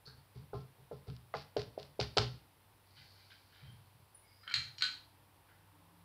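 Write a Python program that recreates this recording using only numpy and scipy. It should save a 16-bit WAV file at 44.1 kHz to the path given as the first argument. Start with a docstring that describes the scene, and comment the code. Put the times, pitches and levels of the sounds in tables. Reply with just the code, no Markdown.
"""Wooden blades of a slowly turning ceiling fan knock on a hand held in their path, in a small bedroom.
Each knock is a dull pop of a few cycles that rings the wood; the blade shudders and drags over the skin
as hissing, juddering noise, and fingertips flick off its edge as short noise bursts.
Then the hand pulls the bead chain: filtered specks of noise rustle, metal rasps in narrow noise bands, and
the switch snaps in and back out as bursts with ringing metal. A faint motor hum, a later rising tone and
soft noise lie behind."""
import sys
import numpy as np
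from scipy import signal
from scipy.fft import rfft, irfft, next_fast_len
from scipy.io import wavfile

SR = 44100
rng = np.random.default_rng(int(sys.argv[2]) if len(sys.argv) > 2 else 0)


def dump_mix(stems):
    """Bounce the given channels to the path in sys.argv[1] as a 16-bit WAV at rate SR."""
    frames = np.atleast_2d(stems).T  # one column per channel
    limited = np.clip(frames, -1, 1)  # hard clip at full scale
    pcm = np.round(limited * 32767).astype(np.int16)
    wavfile.write(sys.argv[1], SR, pcm)


N = 266584
T = np.arange(N) / SR  # the time of every sample [s]

# a blade meets the hand: (time [s], knock level [dB], pitch on first finger [Hz], pitch on last finger [Hz],
#     loss per finger [dB], loss per overtone [dB], shudder level [dB], held [s], loss per rebound [dB],
#     skin hiss level [dB], wood judder level [dB])
BLADE_PASSES = [(.06, -72, 454, 470, -4, 22, -48.5, 0.049, 3, -74, -72),
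                (0.344, -73.5, 410, 393, -5, 17, -40.5, .07, 13, -66, -73),
                (.531, -39, 472, 377, 6.5, 5, -36, 0.076, 18, -62.5, -44.5),
                (0.782, -71, 430, 410, -0.5, 10, -43.5, 0.014, 25, -78, -68),
                (.912, -38.5, 545, 438, 1.5, 13.5, -44.5, 0.076, 18, -68.5, -56),
                (1.066, -63, 443, 434, -3.5, 8, -36.5, .085, 19, -63.5, -60),
                (1.3384, -33, 692, 402, 4, 3.5, -44.5, 0.077, 31, -50.5, -57),
                (1.5649, -24, 534, 412, 4.5, 14, -33.5, 0.042, 7, -44.5, -50),
                (1.777, -30, 580, 830, 33, 30, -50.5, 0.083, 8, -59, -64),
                (1.9923, -27, 496, 1010, 5, 36, -26.5, .032, 9, -36, -55),
                (2.168, -25, 490, 970, 2.5, 7.5, -27, .062, 8, -37.5, -35.5)]
# the blade rolls over the fingers: (delay [s], share of the way from first to last pitch [0-1],
#     swell of the pop before the pocket lengthens it [cycles])
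FINGERS = [(0, 0.01, 1), (.004, 0.66, 1.75), (.01, .35, 1.0), (.0145, 0.72, 2.2)]
# ringing of the wooden blade: (frequency [Hz], relative level [dB], time to fall 60 dB [s])
WOOD_MODES = [(235, -17, .24), (416, -9, .22), (452, -11, .11), (545, -18, .08), (655, -15, .1),
              (747, -17, .12), (850, -21, .12), (1044, -16, .18), (1238, -21, .1), (1335, -18, .13)]
# bending of a blade: (multiple of the shudder pitch [ratio], relative level [dB])
BENDING_MODES = [(0.562, -8), (0.737, -40), (1.004, 1), (1.358, -11.5), (1.902, -16), (3.296, -19)]
# skin sliding on wood: (frequency [Hz], level [dB])
SKIN_COLOUR = [(200, -9.5), (700, -11.5), (1400, -8.5), (2200, -8.5), (3400, -8), (4600, -3), (5600, -11),
               (6500, -25), (9000, -36), (15000, -42)]
# fingertips and nails flick off the edge: (time [s], level [dB], treble tilt [dB per octave])
FLICKS = [(0.066, -58, -12), (1.0997, -45, -7), (1.1646, -46, -1), (1.3397, -32, -20.5),
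          (1.568, -29.5, -5.5), (1.6172, -34, -2.5), (1.7985, -41, -2.5), (1.829, -39, -1.5),
          (2.001, -22.5, 2), (2.0117, -22, -4.5), (2.0233, -38, 21), (2.1688, -32, 14), (2.1729, -14, -1.5),
          (2.1824, -12, -5), (2.1881, -22, 8)]
# spectrum of a flick before its tilt: (frequency [Hz], level [dB])
FLICK_COLOUR = [(300, -6), (900, -15), (1400, 4.5), (1900, -6.5), (2900, 9), (3900, 10.5), (4800, 13),
                (5850, 2), (6300, -8), (7600, -9.5), (8200, -16.5), (10500, -23), (15000, -90)]
# clicks of the pull switch, with an early echo of the first snap at 4.551 s:
#     (time [s], level [dB], treble tilt [dB per octave])
SWITCH_CLICKS = [(4.433, -50, -11.5), (4.477, -37, -9), (4.498, -39.5, -1), (4.511, -38, -12),
                 (4.519, -36.5, 6), (4.540, -15.5, 3.5), (4.551, -29, 4), (4.783, -36, 5.5),
                 (4.809, -32, -1.5), (4.8221, -16.5, 4.5)]
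# spectrum of a click before its tilt: (frequency [Hz], level [dB])
SWITCH_COLOUR = [(200, -15), (700, -21.5), (1050, -9.5), (1400, 1), (1850, 2), (2300, 0), (3600, -3.5),
                 (4200, 10.5), (4800, -4.5), (5400, -15), (6200, -17.5), (8200, -19.5), (8700, -28.5),
                 (11500, -32), (15000, -47)]
# spring and lever inside the switch: (frequency [Hz], relative level [dB], time to fall 60 dB [s])
LEVER_MODES = [(1385, -12, 0.034), (2306, -13, 0.06), (3146, 0.5, 0.018), (4247, -2.5, 0.018),
               (4750, -16.5, .02), (5530, -12, 0.017), (6730, -14.5, 0.016), (7820, -50, 0.01)]
# metal switch housing: (frequency [Hz], relative level [dB], time to fall 60 dB [s])
HOUSING_MODES = [(1502, -35, .28), (1776, -35, .25), (2160, -33, .33), (2880, -34, .32), (3052, -33, .3),
                 (3203, -29, .35), (3720, -33, .25), (4010, -29, .25), (4067, -28, .32), (4148, -28, .3),
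                 (4247, -28, .28), (4304, -26, .33), (4468, -34, .25), (4760, -31, .33), (4825, -33, .28),
                 (5650, -48, .22), (7750, -47, .3)]
# the bead chain is stirred: (time [s], level [dB], swell [s], treble tilt [dB per octave])
RUSTLES = [(2.955, -63, 0.029, -0.5), (3.13, -75.5, 0.069, -4), (3.299, -63.5, 0.015, -5),
           (3.499, -70.5, 0.072, -5.5), (5.471, -82.5, 0.033, -14.5)]
# spectrum of the rustling: (frequency [Hz], level [dB])
CHAIN_COLOUR = [(300, 1), (1000, -3), (1550, -21.5), (2300, 24), (3300, -0.5), (4000, 18), (4700, -19),
                (5500, 3), (6500, -34), (9700, -17), (15000, -20)]
# resonances of the beads and their fitting: (frequency [Hz], width [Hz], relative level [dB])
BEAD_RESONANCES = [(1575, 460, -6.5), (2037, 120, -8.5), (3046, 410, -4.5), (3770, 800, -4.5),
                   (4524, 1020, -1)]
# beads touch metal: (time [s], level [dB])
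PINGS = [(3.72, -64.5), (4.146, -47.5)]
# metal rasps (chain, rattling fittings and creeping ratchet) as narrow noise bands:
#     (time [s], level [dB], frequency [Hz], width [Hz], swell [s])
METAL_RASPS = [(0.055, -53.5, 4450, 677, 0.012), (0.065, -66, 1490, 400, 0.017),
               (2.83, -70, 4500, 1100, 0.25), (3.63, -69.5, 3150, 160, 0.034),
               (4.202, -75, 2186, 150, 0.064), (4.22, -72.5, 4930, 350, 0.18),
               (4.467, -51.5, 1530, 386, 0.013), (4.777, -59.5, 5530, 333, 0.0097)]
# a tug rocks the fan on its mount: (time [s], level [dB], swell [s])
TUGS = [(2.96, -64.5, 0.041), (3.605, -54, 0.055), (3.725, -58, 0.011), (3.941, -61, 0.03),
        (4.545, -53, 0.046), (4.769, -63.5, 0.047)]
# spectrum of the rocking: (frequency [Hz], level [dB])
ROCKING_COLOUR = [(30, -26), (75, -1), (125, 10.5), (165, -6.5), (230, -14.5), (400, -31), (900, -73),
                  (3000, -59)]
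# whirr as the freed fan gathers speed, before its random waver: (time [s], level [dB])
WHIRR_LEVEL = [(4.9, -72.5), (5.2, -74.5), (5.6, -77.5), (5.8, -68.5), (6.04, -74)]
# spectrum of the whirr: (frequency [Hz], level [dB])
WHIRR_COLOUR = [(60, -6.5), (170, -8.5), (250, -19), (300, 11.5), (370, -26.5), (520, -7), (720, -6.5),
                (920, 5), (1200, -4.5), (3000, -32), (8000, -62)]
# tone as the freed fan gathers speed, level before its waver: (time [s], pitch [Hz], level [dB])
MOTOR_TONE = [(4.9, 112, -90), (5.199, 130, -74.5), (5.5, 150, -83.5), (5.75, 163, -75),
              (5.901, 169.5, -72.5), (6.04, 171, -65.5)]
# spectrum of the background noise: (frequency [Hz], level [dB])
AIR_COLOUR = [(25, -24), (50, -3), (90, -1.5), (160, -6.5), (240, -10.5), (450, -11.5), (700, -11),
              (920, -7.5), (1300, -14.5), (3700, -19), (5200, -23.5), (6600, -31.5), (10000, -21),
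              (15500, -23.5)]
# how long the room rings: (frequency [Hz], time to fall 60 dB [s])
ROOM_T60 = [(60, 0.54), (200, 0.84), (500, 0.33), (1500, 0.41), (4000, 0.38), (8000, 0.42), (15000, 0.07)]

OVERTONE_RATIO = 1.72  # between the pitches of the air pocket that a flat slap traps
POCKET_RING = 2.17  # a better sealed pocket has stronger overtones and rings longer
# pitch of the shudder at -40 dB; a harder push lowers it
FLEX_LAG_S, FLEX_HZ, FLEX_SAG_HZ_PER_DB = 0.01237, 130.9, 0.7
DRAG_LAG_S, DRAG_RISE_S, DRAG_SAG_DB, DRAG_RELEASE_T60 = 0.0026, 0.0058, 7.5, 0.18
BEADS_DB, RUSTLE_DB = -2, -3  # added to the chain's own levels
PING_HZ, PING_T60 = 9710, 0.088
HUM_HZ, HUM_DB = 97.7, -71.5  # centre of the hum's waver
AIR_DB = -67.5
ECHO_ONSET_S = .009  # the fade-in of the reflections is half done
CUTOFF_HZ = 15600


def knocks(count=3):
    """The blade meets one finger after another; flesh and trapped air give a dull pop of a few cycles."""
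    pops, t = np.zeros(N), T[:SR // 20]
    for s, db, first_hz, last_hz, loss_db, dull_db, *_ in BLADE_PASSES:
        pocket_stretch = 1 + POCKET_RING * from_db(-dull_db) ** 2
        for finger, (delay, share, cycles) in enumerate(FINGERS):
            hz = first_hz * (last_hz / first_hz) ** share
            age = t * hz / (cycles * pocket_stretch)
            envelope = (age * np.exp(1 - age)) ** 2.5
            tone = sum(from_db(-k * dull_db) * np.cos(2 * np.pi * hz * OVERTONE_RATIO ** k * t)
                       for k in range(count))
            add(pops, s + delay, from_db(db - finger * loss_db) * envelope * tone)
    return pops


def blade(force):
    """The wooden blade rings under a force, as a set of dying tones."""
    t = T[:SR // 2]
    ringing = sum(from_db(db) * dying(t, t60) * np.sin(2 * np.pi * hz * t) * hz / SR
                  for hz, db, t60 in WOOD_MODES)
    return signal.fftconvolve(force, ringing)[:N]


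def shudders(rise_s=0.012, sag_db=14.0, free_t60=0.35, waver=0.089, count=3):
    """The pressed blade vibrates in its bending modes, slips free and rebounds, weaker each time."""
    out, t = np.zeros(N), T[:SR // 2]
    for s, *_, db, held_s, loss_db, _, _ in BLADE_PASSES:
        hz = FLEX_HZ - FLEX_SAG_HZ_PER_DB * (db + 40)
        envelope = held(t, held_s, rise_s, sag_db, free_t60)
        for rebound in range(count):
            turns = hz * np.cumsum(1 + waver * drift(64.6)[:len(t)]) / SR
            bending = sum(from_db(mode_db) * np.sin(2 * np.pi * (multiple * turns + rng.random()))
                          for multiple, mode_db in BENDING_MODES)
            start = s + FLEX_LAG_S + rebound * held_s
            add(out, start, from_db(db - rebound * loss_db) * envelope * bending)
    return out


def drags(slip_hz=1000):
    """While a blade is held, skin sticks and slips in dense tiny steps: a hiss, and a dull judder in the wood."""
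    skin, push, t = np.zeros(N), np.zeros(N), T[:SR // 2]
    for s, *_, held_s, _, hiss_db, judder_db in BLADE_PASSES:
        sliding = held(t, held_s, DRAG_RISE_S, DRAG_SAG_DB, DRAG_RELEASE_T60)
        add(skin, s + DRAG_LAG_S, from_db(hiss_db) * sliding)
        pressing = held(t, held_s, rise_s=.003, sag_db=14.5, t60=0.17)
        add(push, s, from_db(judder_db) * pressing)
    hiss = skin * rms_one(coloured(grains(per_s=4000, spread_db=0.5), SKIN_COLOUR))
    lowpass = signal.butter(2, slip_hz, fs=SR, output="sos")
    slips = signal.sosfilt(lowpass, grains(per_s=2300, spread_db=9.5))
    judder = blade(push * slips) / np.std(blade(slips))
    return hiss, judder


def flicks():
    """Sharp snaps as one finger after another leaves the blade."""
    out = np.zeros(N)
    for s, db, tilt in FLICKS:
        add(out, s, from_db(db) * crack(tilted(FLICK_COLOUR, tilt), t60=.011))
    return out


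def switch(ring_db=1.5, lever_db=-7.0, crack_db=2.0):
    """The switch ticks, snaps over and springs back: noise bursts with ringing lever and housing."""
    clicks, rings = np.zeros(N), np.zeros(N)
    for s, db, tilt in SWITCH_CLICKS:
        add(clicks, s, from_db(db + crack_db) * crack(tilted(SWITCH_COLOUR, tilt), t60=0.022))
        add(clicks, s, from_db(db + lever_db) * struck(LEVER_MODES, tilt))
        add(rings, s, from_db(db + ring_db) * struck(HOUSING_MODES, tilt))
    return clicks, rings


def chain(flutter_db=-2.0):
    """Beads rustle and ring against each other, and two pings sound."""
    stirs = np.array([from_db(db) * swell(s, rise_s) for s, db, rise_s, _ in RUSTLES])
    tilts = np.array(RUSTLES)[:, -1]
    rustle = rms_one(coloured(grains(per_s=1300, spread_db=5.5), CHAIN_COLOUR))
    out = from_db(RUSTLE_DB) * stirs.sum(axis=0) * rustle
    for hz, width_hz, db in BEAD_RESONANCES:
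        strength = from_db(BEADS_DB + db + lean(hz, tilts)) @ stirs  # all stirs, each with its own tilt
        out += strength * chatter(hz, width_hz) * from_db(flutter_db * drift(25.62))
    t = T[:SR // 2]
    ping = (1 - dying(t, 0.018)) * dying(t, PING_T60) * np.sin(2 * np.pi * PING_HZ * t)
    for s, db in PINGS:
        add(out, s, from_db(db) * ping)
    return out


def metal_rasps():
    """Chain, rattling fittings and creeping ratchet rasp as swelling narrow bands of noise."""
    return sum(from_db(db) * swell(s, rise_s) * chatter(hz, width_hz)
               for s, db, hz, width_hz, rise_s in METAL_RASPS)


def rocking_mount():
    """Each tug rocks the fan on its mount: a swell of low noise."""
    sway = sum(from_db(db) * swell(s, rise_s) for s, db, rise_s in TUGS)
    return sway * rms_one(coloured(rng.standard_normal(N), ROCKING_COLOUR))


def motor_hum():
    """The motor hums on one low tone that wavers in level and pitch."""
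    loudness = from_db(HUM_DB + 2.9 * drift(4.4))
    turns = HUM_HZ * np.cumsum(1 + 0.024 * drift(13)) / SR
    return loudness * np.sqrt(2) * np.sin(2 * np.pi * turns)


def spin_up():
    """The motor's tone climbs as the fan gathers speed."""
    s, hz, db = np.transpose(MOTOR_TONE)
    turns = np.cumsum(np.interp(T, s, hz)) / SR
    loudness = from_db(np.interp(T, s, db) + 1.5 * drift(14))  # stays near its first level before the climb
    return loudness * np.sqrt(2) * np.sin(2 * np.pi * turns)


def whirr():
    """Blades stirring the air: coloured noise that wavers around a set course of levels."""
    noise = rms_one(coloured(rng.standard_normal(N), WHIRR_COLOUR))
    return level(WHIRR_LEVEL) * from_db(1.8 * drift(12)) * noise


def background_air():
    """A soft, steady background of coloured noise."""
    return from_db(AIR_DB) * rms_one(coloured(rng.standard_normal(N), AIR_COLOUR))


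def room(x, wet_db):
    """Diffuse reflections that set in after the nearest wall and die band by band."""
    t = T[:SR * 3 // 4]
    white, hz = rfft(rng.standard_normal(len(t))), np.fft.rfftfreq(len(t), 1 / SR)
    edges = np.geomspace(30, SR / 2, 12)
    tail = np.zeros(len(t))
    for low, high in zip(edges, edges[1:]):
        band = irfft(white * (hz >= low) * (hz < high), len(t))
        tail += band * dying(t, at_hz(ROOM_T60, np.sqrt(low * high)))
    tail *= np.clip(t / ECHO_ONSET_S - .5, 0, 1)
    tail /= np.sqrt(np.sum(tail ** 2))
    return x + from_db(wet_db) * signal.fftconvolve(x, tail)[:N]


def crack(colour, t60):
    """A brief burst of micro-contacts, evened out in spectrum and then coloured."""
    t = T[:SR // 20]
    contacts = rfft(rng.choice([-1, 1], len(t)) * dying(t, t60))
    even = irfft(contacts / np.abs(contacts), len(t))
    burst = coloured(even * dying(t, .06), colour)
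    return burst / np.sqrt(np.sum(burst ** 2) / (SR / 4000))  # every burst gets the same energy


def struck(modes, tilt, spread_db=5.0):
    """Metal modes ring from rest, each with a strength of its own at every blow."""
    t = T[:SR // 2]
    ringing = np.zeros(len(t))
    for hz, db, t60 in modes:
        strength = from_db(db + lean(hz, tilt) + spread_db * rng.standard_normal())
        ringing += rng.choice([-1, 1]) * strength * dying(t, t60) * np.sin(2 * np.pi * hz * t)
    return ringing * (1 - dying(t, 0.012))


def chatter(hz, width_hz):
    """Fine contacts keep a narrow metal resonance going; rms 1."""
    band = signal.butter(1, [hz - width_hz / 2, hz + width_hz / 2], "band", fs=SR, output="sos")
    contacts = grains(per_s=1500, spread_db=2.0) + 1e-18
    return rms_one(signal.sosfilt(band, signal.sosfilt(band, contacts)))


def grains(per_s, spread_db):
    """Random tiny contacts of uneven size."""
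    hits = rng.random(N) < per_s / SR
    return hits * rng.standard_normal(N) * from_db(spread_db * rng.standard_normal(N))


def lean(hz, tilt):
    """Level change in dB around 4000 Hz; a harder contact has more treble and less bass."""
    return tilt * np.log2(np.clip(hz, 1400, 4700) / 4000)


def tilted(colour, tilt):
    """Lean a whole spectrum table toward treble or bass."""
    return [(hz, db + lean(hz, tilt)) for hz, db in colour]


def swell(s, rise_s):
    """A gesture that starts at s, peaks rise_s later and fades."""
    age = np.maximum(T - s, 0) / rise_s
    return age * np.exp(1 - age)


def held(t, held_s, rise_s, sag_db, t60):
    """Attack, a sagging hold while blade and hand touch, then release."""
    attack = 1 - np.exp(-t / rise_s)
    sag = from_db(-sag_db * np.minimum(t / held_s, 1))
    return attack * sag * dying(np.maximum(t - held_s, 0), t60)


def dying(t, t60):
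    """Exponential decay that falls 60 dB in t60 seconds."""
    return np.exp(-np.log(1000) * t / t60)


def drift(rate):
    """Random wander along straight lines between points, rate points per second, of spread about 1."""
    knots = np.arange(0, T[-1] + 1, 1 / rate)
    return np.interp(T, knots, rng.standard_normal(N)[:len(knots)])


def coloured(x, colour):
    """Filter with the given spectrum that never sounds ahead of its input (minimum phase)."""
    size = next_fast_len(len(x) + 4096, True) // 2 * 2
    cepstrum = irfft(np.log(from_db(at_hz(colour, np.fft.rfftfreq(size, 1 / SR)))))
    # folding the second half onto the first gives the minimum-phase response
    cepstrum[1:size // 2] *= 2
    cepstrum[size // 2 + 1:] = 0
    return irfft(rfft(x, size) * np.exp(rfft(cepstrum)))[:len(x)]


def at_hz(points, hz):
    """Read a table on a log-frequency axis."""
    f, value = np.transpose(points)
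    return np.interp(np.log(np.maximum(hz, 1)), np.log(f), value)


def level(rows):
    """Gain over time from (s, dB) rows; silent before the first and from 0.05 s after the last."""
    s, db = np.transpose(rows)
    return from_db(np.interp(T, s, db)) * (T > s[0]) * (T < s[-1] + .05)


def from_db(db):
    """Decibels to gain."""
    return 10 ** (np.asarray(db) / 20)


def rms_one(x):
    """Scale to unit rms, an average strength of 1."""
    return x / np.sqrt(np.mean(x ** 2) + 1e-20)


def add(track, s, sound):
    """Mix a sound into a track at time s."""
    i = max(int(s * SR), 0)
    track[i:i + len(sound)] += sound[:N - i]


def scene(blade_db=1.5):
    """The hand is close, with little room sound; the switch clicks carry much more of the room."""
    pops = knocks()
    hiss, judder = drags()
    clicks, housing = switch()
    wood = room(pops, wet_db=-13.5) + from_db(blade_db) * blade(pops) + judder + shudders()
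    fingers = room(flicks() + hiss, wet_db=-14.0)
    metal = room(clicks, wet_db=-2.5) + housing + room(chain() + metal_rasps(), wet_db=-6.0)
    fan = rocking_mount() + motor_hum() + spin_up() + whirr()
    return (wood + fingers + metal + fan + background_air())[None]


def record(dry):
    """The treble is cut steeply above the cutoff."""
    lowpass = signal.ellip(12, .1, 70, CUTOFF_HZ, fs=SR, output="sos")
    return signal.sosfilt(lowpass, dry)


dry = scene()
out = record(dry)
dump_mix(out)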